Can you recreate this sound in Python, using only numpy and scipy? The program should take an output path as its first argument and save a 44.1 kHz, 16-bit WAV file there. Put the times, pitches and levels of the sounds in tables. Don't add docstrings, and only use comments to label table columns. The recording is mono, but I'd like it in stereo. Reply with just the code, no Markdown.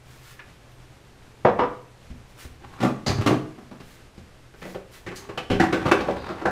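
import sys
import numpy as np
from scipy import signal
from scipy.fft import rfft, irfft, next_fast_len
from scipy.io import wavfile
from scipy.ndimage import uniform_filter1d

SR = 44100
rng = np.random.default_rng(int(sys.argv[2]) if len(sys.argv) > 2 else 0)


def wrap_up_sound(samples):
    columns = np.atleast_2d(samples).T
    tamed = np.clip(columns, -1, 1)
    steps = np.round(tamed * 32767).astype(np.int16)
    wavfile.write(sys.argv[1], SR, steps)


N = 287083


def gain_of(db):
    return 10 ** (np.asarray(db) / 20)


def evened(x):
    return x / np.sqrt(np.mean(x ** 2) + 1e-20)


def read(points, hz):
    f, value = np.transpose(points)
    return np.interp(np.log(hz + 1), np.log(f + 1), value)


def add(mix, s, sound):
    part = mix[round(s * SR):][:len(sound)]
    part += sound[:len(part)]


def coloured(x, points):
    hz = np.fft.rfftfreq(x.shape[-1], 1 / SR)
    return irfft(rfft(x) * gain_of(read(points, hz)), x.shape[-1])


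def level(tables):
    t = np.arange(N) / SR
    gain = 0
    for rows in tables:
        s, db = np.transpose(rows)
        gain = gain + np.interp(t, s, gain_of(db), 0, 0)
    return uniform_filter1d(gain, size=400)


def wander(size):
    once = uniform_filter1d(rng.standard_normal(N), size)
    return evened(uniform_filter1d(once, size))


def causal(gain_db):
    fold = irfft(np.log(gain_of(gain_db)))
    fold[1:len(fold) // 2] *= 2
    fold[len(fold) // 2 + 1:] = 0
    return np.exp(rfft(fold))


def blows(rows, modes, crack_db, low_db, top_db, full_db, thin_db, sharp_db, follow):
    edges = np.array((60, 180, 450, 1500, 4000, 10000))
    centres = np.sqrt(edges[1:] * edges[:-1])
    fullest_hz = 305
    wall_swell = 2.1
    crack_s = 0.1
    clump_db = 1.5
    out, t = np.zeros(N), np.arange(2 ** 14) / SR
    hz = np.fft.rfftfreq(len(t), 1 / SR)
    for s, knock_db, thump_db, clack_db, rattle, hollow_hz, *walls in rows:
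        body_db = full_db - thin_db * abs(np.log2(hollow_hz / fullest_hz))
        tick_db = sharp_db + follow * clack_db
        chance = rng.standard_normal((4, len(t)))
        detune = 1 + 0.015 * chance[2, :len(modes)]
        share_db = 1.8 * chance[2, -len(modes):]

        rise = 1 - np.exp(-t / (0.0014 + 0.085 * rattle))
        fade = rise * np.exp(-t / np.clip(rattle, .002, .06))
        clumps = gain_of(clump_db * evened(uniform_filter1d(chance[3], size=150)))
        strength = 0.42 + (abs(chance[1]) > 2.2)
        contacts = chance[0] * strength * fade * clumps

        body = 0
        for (f, db, t60), d, e in zip(modes, detune, share_db):
            body = body + gain_of(db + e) / (1 + 2j * (hz - f * d) * t60 / 2.2)
        narrowness = 12 / (1 + (hollow_hz / 1500) ** 2)
        hollow = 1 + 1.22 / (1 + 1j * narrowness * (hz / hollow_hz - 1))
        for f in walls:
            hollow = hollow + wall_swell / (1 + 16j * (hz / f - 1))
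        crack = gain_of(crack_db) * rfft(contacts * np.exp(-t / crack_s))
        ring = (rfft(contacts) * body + crack) * hollow

        energy = np.diff(np.interp(edges, hz, np.cumsum(abs(ring) ** 2))) / len(t)
        power_db = 10 * np.log10(energy / (SR * (rattle + 0.0026)))
        need_db = knock_db + np.array([thump_db, body_db, 0, clack_db, tick_db]) - power_db
        colour = [(35, need_db[0] + low_db), *zip(centres, need_db), (15000, need_db[-1] + top_db)]
        add(out, s, irfft(ring * causal(read(colour, hz))))
    return out


def air():
    # pitch in Hz, relative level in dB per Hz.
    spectrum = [(26, -1), (45, -1.5), (100, -4), (140, -5), (176, -11), (373, -11), (935, -17), (2280, -21),
                (7990, -32), (13600, -40.5), (15600, -56)]
    # pitch in Hz, gain of the difference in dB.
    spread = [(60, -34), (180, -1), (550, 0.5), (15000, -0.5)]
    air_db = -50.5
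    noise = evened(coloured(rng.standard_normal((2, N)), spectrum))
    both, apart = gain_of(air_db + 0.88 * wander(3000)) * noise
    return np.array([both, coloured(apart, spread)])


def hum():
    # time in seconds, level in dB.
    strength = [(0, -54.5), (2.7, -53.5), (3.6, -63), (4.4, -57.5), (6.51, -71)]
    hum_hz, width_hz = 124.4, 5
    turn = np.exp(2j * np.pi * hum_hz * np.arange(N) / SR)
    r = np.exp(-np.pi * width_hz / SR)
    noise = rng.standard_normal(N) + 1j * rng.standard_normal(N)
    sway = signal.lfilter([1 - r], [1, -r], noise)
    wavering = 1.8 + evened(sway.real) + 1j * evened(sway.imag)
    return level([strength]) * evened((wavering * turn).real)


def swish():
    # time in seconds at its loudest, level in dB, rise in seconds.
    rows = [(.13, -56.5, 0.069), (.3, -51, 0.093), (.72, -63, .02), (2.301, -63, 0.026),
            (2.409, -46, 0.027), (3.93, -56, 0.12), (4.7, -51.5, 0.1), (4.945, -49, 0.027),
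            (5.168, -47.5, 0.017)]
    # pitch in Hz, relative level in dB per Hz.
    cloth = [(500, -50), (759, -27), (1100, -15), (1720, -13), (15600, -27)]
    fall_s = 0.051
    t = np.arange(N) / SR
    strokes = np.zeros(N)
    for s, db, rise in rows:
        strokes += gain_of(db) * np.exp(-((t - s) / np.where(t < s, rise, fall_s)) ** 2)
    grain = gain_of(1.5 * wander(60))
    return strokes * grain * evened(coloured(rng.standard_normal(N), cloth))


def pan():
    # start in seconds, knock in dB, thump and clack in dB above the knock, rattle in seconds,
    # pitch in Hz of the air space or panel under the spot, then pitches in Hz of the walls or lid.
    hits = [(0.391, -51.5, -27, 7.5, 0.017, 1780), (1.448, -13.5, -15, -20, 0.021, 490),
            (1.482, -22, -14, -17, 0.012, 678), (1.588, -19.5, -19.5, -16, 0.028, 475, 990),
            (1.634, -27, -19, -17, 0.018, 480, 1210)]
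    # pitch in Hz, relative level in dB, t60 in seconds.
    modes = [(143, 4, 0.15), (232, 6, 0.1), (295, 4, 0.05), (497, 7, 0.028), (690, 1.5, 0.045),
             (985, 5, 0.036), (1230, 6, 0.025), (1720, -7, 0.008), (2850, -14, 0.026), (3930, 2, 0.15),
             (5340, 4, 0.016)]
    # broad crack in dB, extra gain in dB at the deepest bass and highest treble, fullest body in dB
    # above the knock, its loss in dB per octave, tick in dB above the knock at an even clack, tick dB per clack dB.
    tone = (6, -5, -40, -3, 8.5, -24, 0.9)
    return blows(hits, modes, *tone)


def steps():
    # start in seconds, knock in dB, thump and clack in dB above it, rattle in seconds, hollow in Hz.
    hits = [(2.1, -60.5, 21.6, 0, 0.018, 240), (2.448, -57, 18.5, 0, 0.0087, 62),
            (4.177, -62, 18, -0.5, 0.021, 95)]
    # pitch in Hz, relative level in dB, t60 in seconds.
    modes = [(81.5, -2, 0.13), (133, -7.5, 0.19), (215, -23, 0.043)]
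    tone = (-34.5, -1, -27, 15, 1, -3.5, -7.5)
    return blows(hits, modes, *tone)


def drag():
    # time in seconds, level in dB.
    pulls = [
        [(2.6, -51), (2.688, -52), (2.8, -44.5)],
        [(5.1, -70), (5.262, -47), (5.37, -57)],
        [(5.62, -26), (5.734, -53), (5.9, -29.5)],
        [(5.96, -35.5), (6.16, -39), (6.45, -41)],
    ]
    # pitch in Hz, relative level in dB per Hz.
    dragged = [(35, -63), (60, -1), (395, -8), (614, -17), (758, -4.5), (2720, -21), (15600, -52.5)]
    slips = rng.standard_normal(N) * gain_of(4.4 * wander(300) + 1.1 * wander(30))
    return level(pulls) * evened(coloured(slips, dragged))


def shelf():
    # start in seconds, knock in dB, thump and clack in dB above it, rattle in seconds, hollow in Hz.
    hits = [(2.801, -39.5, 1, -3.5, 0.055, 238), (2.825, -27.5, -6, -10.5, 0.025, 685),
            (2.843, -28.5, -4, -15, 0.039, 185), (3.089, -35.5, 13, -5, 0.045, 100),
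            (3.184, -39, 17, -9, 0.014, 135), (3.209, -37, 6, -6, 0.03, 110),
            (3.26, -26, -5.5, -3.5, 0.032, 300), (3.303, -27, 0, -18, 0.018, 310),
            (3.326, -30, 0, -18, 0.018, 320), (3.577, -51.5, -2, -12, 0.03, 220),
            (3.71, -50, -3, -10.5, 0.035, 206), (3.8, -53.5, 7.5, 0.5, 0.018, 143)]
    # pitch in Hz, relative level in dB, t60 in seconds.
    modes = [(100, -4, 0.33), (133.9, 9.5, 0.4), (253.4, 1.5, 0.053), (315, 0.5, 0.16), (405, 5, 0.078),
             (677, -0.5, 0.014), (1180, 4.5, 0.0085), (1930, -22, 0.11), (2680, -10, .04)]
    tone = (3, -18, -16, 7, 2.5, -10, 0.82)
    return blows(hits, modes, *tone)


def jar():
    # start in seconds, knock in dB, thump and clack in dB above it, rattle in seconds,
    # hollow in Hz, then pitches in Hz of the walls.
    hits = [(3.062, -31.5, 3.5, -4.5, 0.034, 4700, 4400, 4800), (5.157, -61.5, 1, 2, 0.024, 5750)]
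    # pitch in Hz, relative level in dB, t60 in seconds.
    modes = [(133, -0.5, 0.11), (1930, -2.5, 0.02), (4450, 3, .006), (4800, 3, 0.006), (6300, 3, .004)]
    tone = (1, -16, -13, 18.5, 4.5, 11.5, 3)
    return blows(hits, modes, *tone)


def tubs():
    # start in seconds, knock in dB, thump and clack in dB above it, rattle in seconds,
    # hollow in Hz, then pitches in Hz of the walls or lid.
    hits = [(4.537, -57.5, 0, -2, 0.016, 362, 1490), (4.616, -48.5, 2, 1.5, 0.04, 520, 2000),
            (4.649, -46, -8, -15, 0.04, 480, 620), (4.745, -36.5, -8, -12, 0.015, 506),
            (5.063, -45, 3, 3, 0.033, 360, 1950), (5.113, -46, 2, -5, 0.023, 385, 1120),
            (5.289, -41, -3, -8, 0.022, 450, 1100), (5.374, -34.5, -10, 1.5, 0.02, 790, 1250, 3050),
            (5.499, -31, 4.5, -3, 0.045, 260, 3050), (5.598, -23, -3.5, -3, 0.02, 325, 770, 1840),
            (5.724, -29, -10, -3, 0.035, 330), (5.853, -29, 2, -9, 0.037, 540, 1220),
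            (5.913, -17.5, -34.5, -5.5, 0.015, 430, 1066, 1550, 2600),
            (6.004, -33.5, -6, -6, 0.02, 440, 4300), (6.082, -26, -20, -19, 0.02, 600, 986),
            (6.169, -41.5, -16, -11, 0.019, 533, 1010), (6.281, -36, -11, -12.5, 0.051, 616, 1250),
            (6.412, -38, -21, -11, 0.021, 343, 1300), (6.452, -22.5, -14, -14, 0.032, 1000, 1450, 1620)]
    # pitch in Hz, relative level in dB, t60 in seconds.
    modes = [(94, -4, 0.11), (184.7, 8, 0.16), (327, 8, 0.06), (400.5, 5, 0.08), (503, 3.5, 0.026),
             (738, 2.5, 0.04), (1228, -5, 0.064), (1529, 1, 0.05), (1870, -18, 0.061), (2580, -16, 0.03)]
    tone = (5.5, -11, -19.5, 6, 8, -14.5, 0.9)
    return blows(hits, modes, *tone)


def nested():
    # time in seconds, pitch in Hz and level in dB, both before the wavering.
    glide = [(5.1, 383, -51), (5.27, 400, -57), (5.31, 430, -42), (5.37, 450.6, -53), (5.44, 453, -47),
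             (5.48, 462, -62)]
    s, hz, db = np.transpose(glide)
    pitch = np.interp(np.arange(N) / SR, s, hz) * (1 + 0.014 * wander(300))
    turns = np.cumsum(pitch) / SR
    return level([np.transpose([s, db])]) * (wander(500) + 1) * np.sin(2 * np.pi * turns)


def shudder():
    # start in seconds, level in dB.
    landings = [(5.499, -23)]
    swing_hz, decay_s = 27, 0.04
    out, t = np.zeros(N), np.arange(SR // 2) / SR
    for s, db in landings:
        add(out, s, -gain_of(db) * np.exp(-t / decay_s) * np.sin(2 * np.pi * swing_hz * t))
    return out


def crinkle():
    # time in seconds, level in dB.
    strength = [(6.16, -62), (6.18, -54.5), (6.3, -55.5), (6.36, -70)]
    # pitch in Hz, relative level in dB per Hz.
    band = [(2800, -30), (3600, 4), (4900, 1), (5500, -36)]
    grains = rng.standard_normal(N) * gain_of(3.6 * wander(40))
    return level([strength]) * evened(coloured(grains, band))


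def kitchen(x):
    # pitch in Hz, t60 in seconds.
    decay = [(100, 0.6), (300, 0.46), (1000, 0.43), (3000, 0.39), (8000, 0.37)]
    taps = np.zeros((2, SR))
    at = np.arange(130, SR - 20, 20) + rng.integers(0, 20, (2, (SR - 131) // 20))
    np.put_along_axis(taps, at, rng.choice([-1., 1.], at.shape), 1)
    hz, t, z = signal.stft(taps, SR, nperseg=256)
    fade = gain_of(-60 * t / read(decay, hz)[:, None])
    tail = signal.istft(z * fade, SR, nperseg=256)[1]
    return signal.fftconvolve(x[None], tail / np.linalg.norm(tail[0]), axes=1)[:, :N]


def scene():
    # pitch in Hz, gain of the difference in dB.
    spread = [(60, -36), (250, -24), (1000, -19), (2000, -13.5), (4000, -5), (8000, 0.5), (12000, 7),
              (15000, 8)]
    near = pan() + shelf() + tubs() + steps() + jar()
    near = near + swish() + drag() + nested() + crinkle()
    both, apart = gain_of(-5.0) * kitchen(near)
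    quarter_off = signal.hilbert(near, next_fast_len(N))[:N].imag
    apart = coloured(apart + .5 * quarter_off, spread)
    both, apart = np.array([both + near + hum() + shudder(), apart]) + air()
    return np.array([both + apart, both - apart])


def record(dry):
    edge_hz = 15620
    lowpass = signal.firwin(1023, edge_hz, window=("kaiser", 9), fs=SR)
    return signal.oaconvolve(dry, lowpass[None], "same")


dry = scene()
out = record(dry)
wrap_up_sound(out)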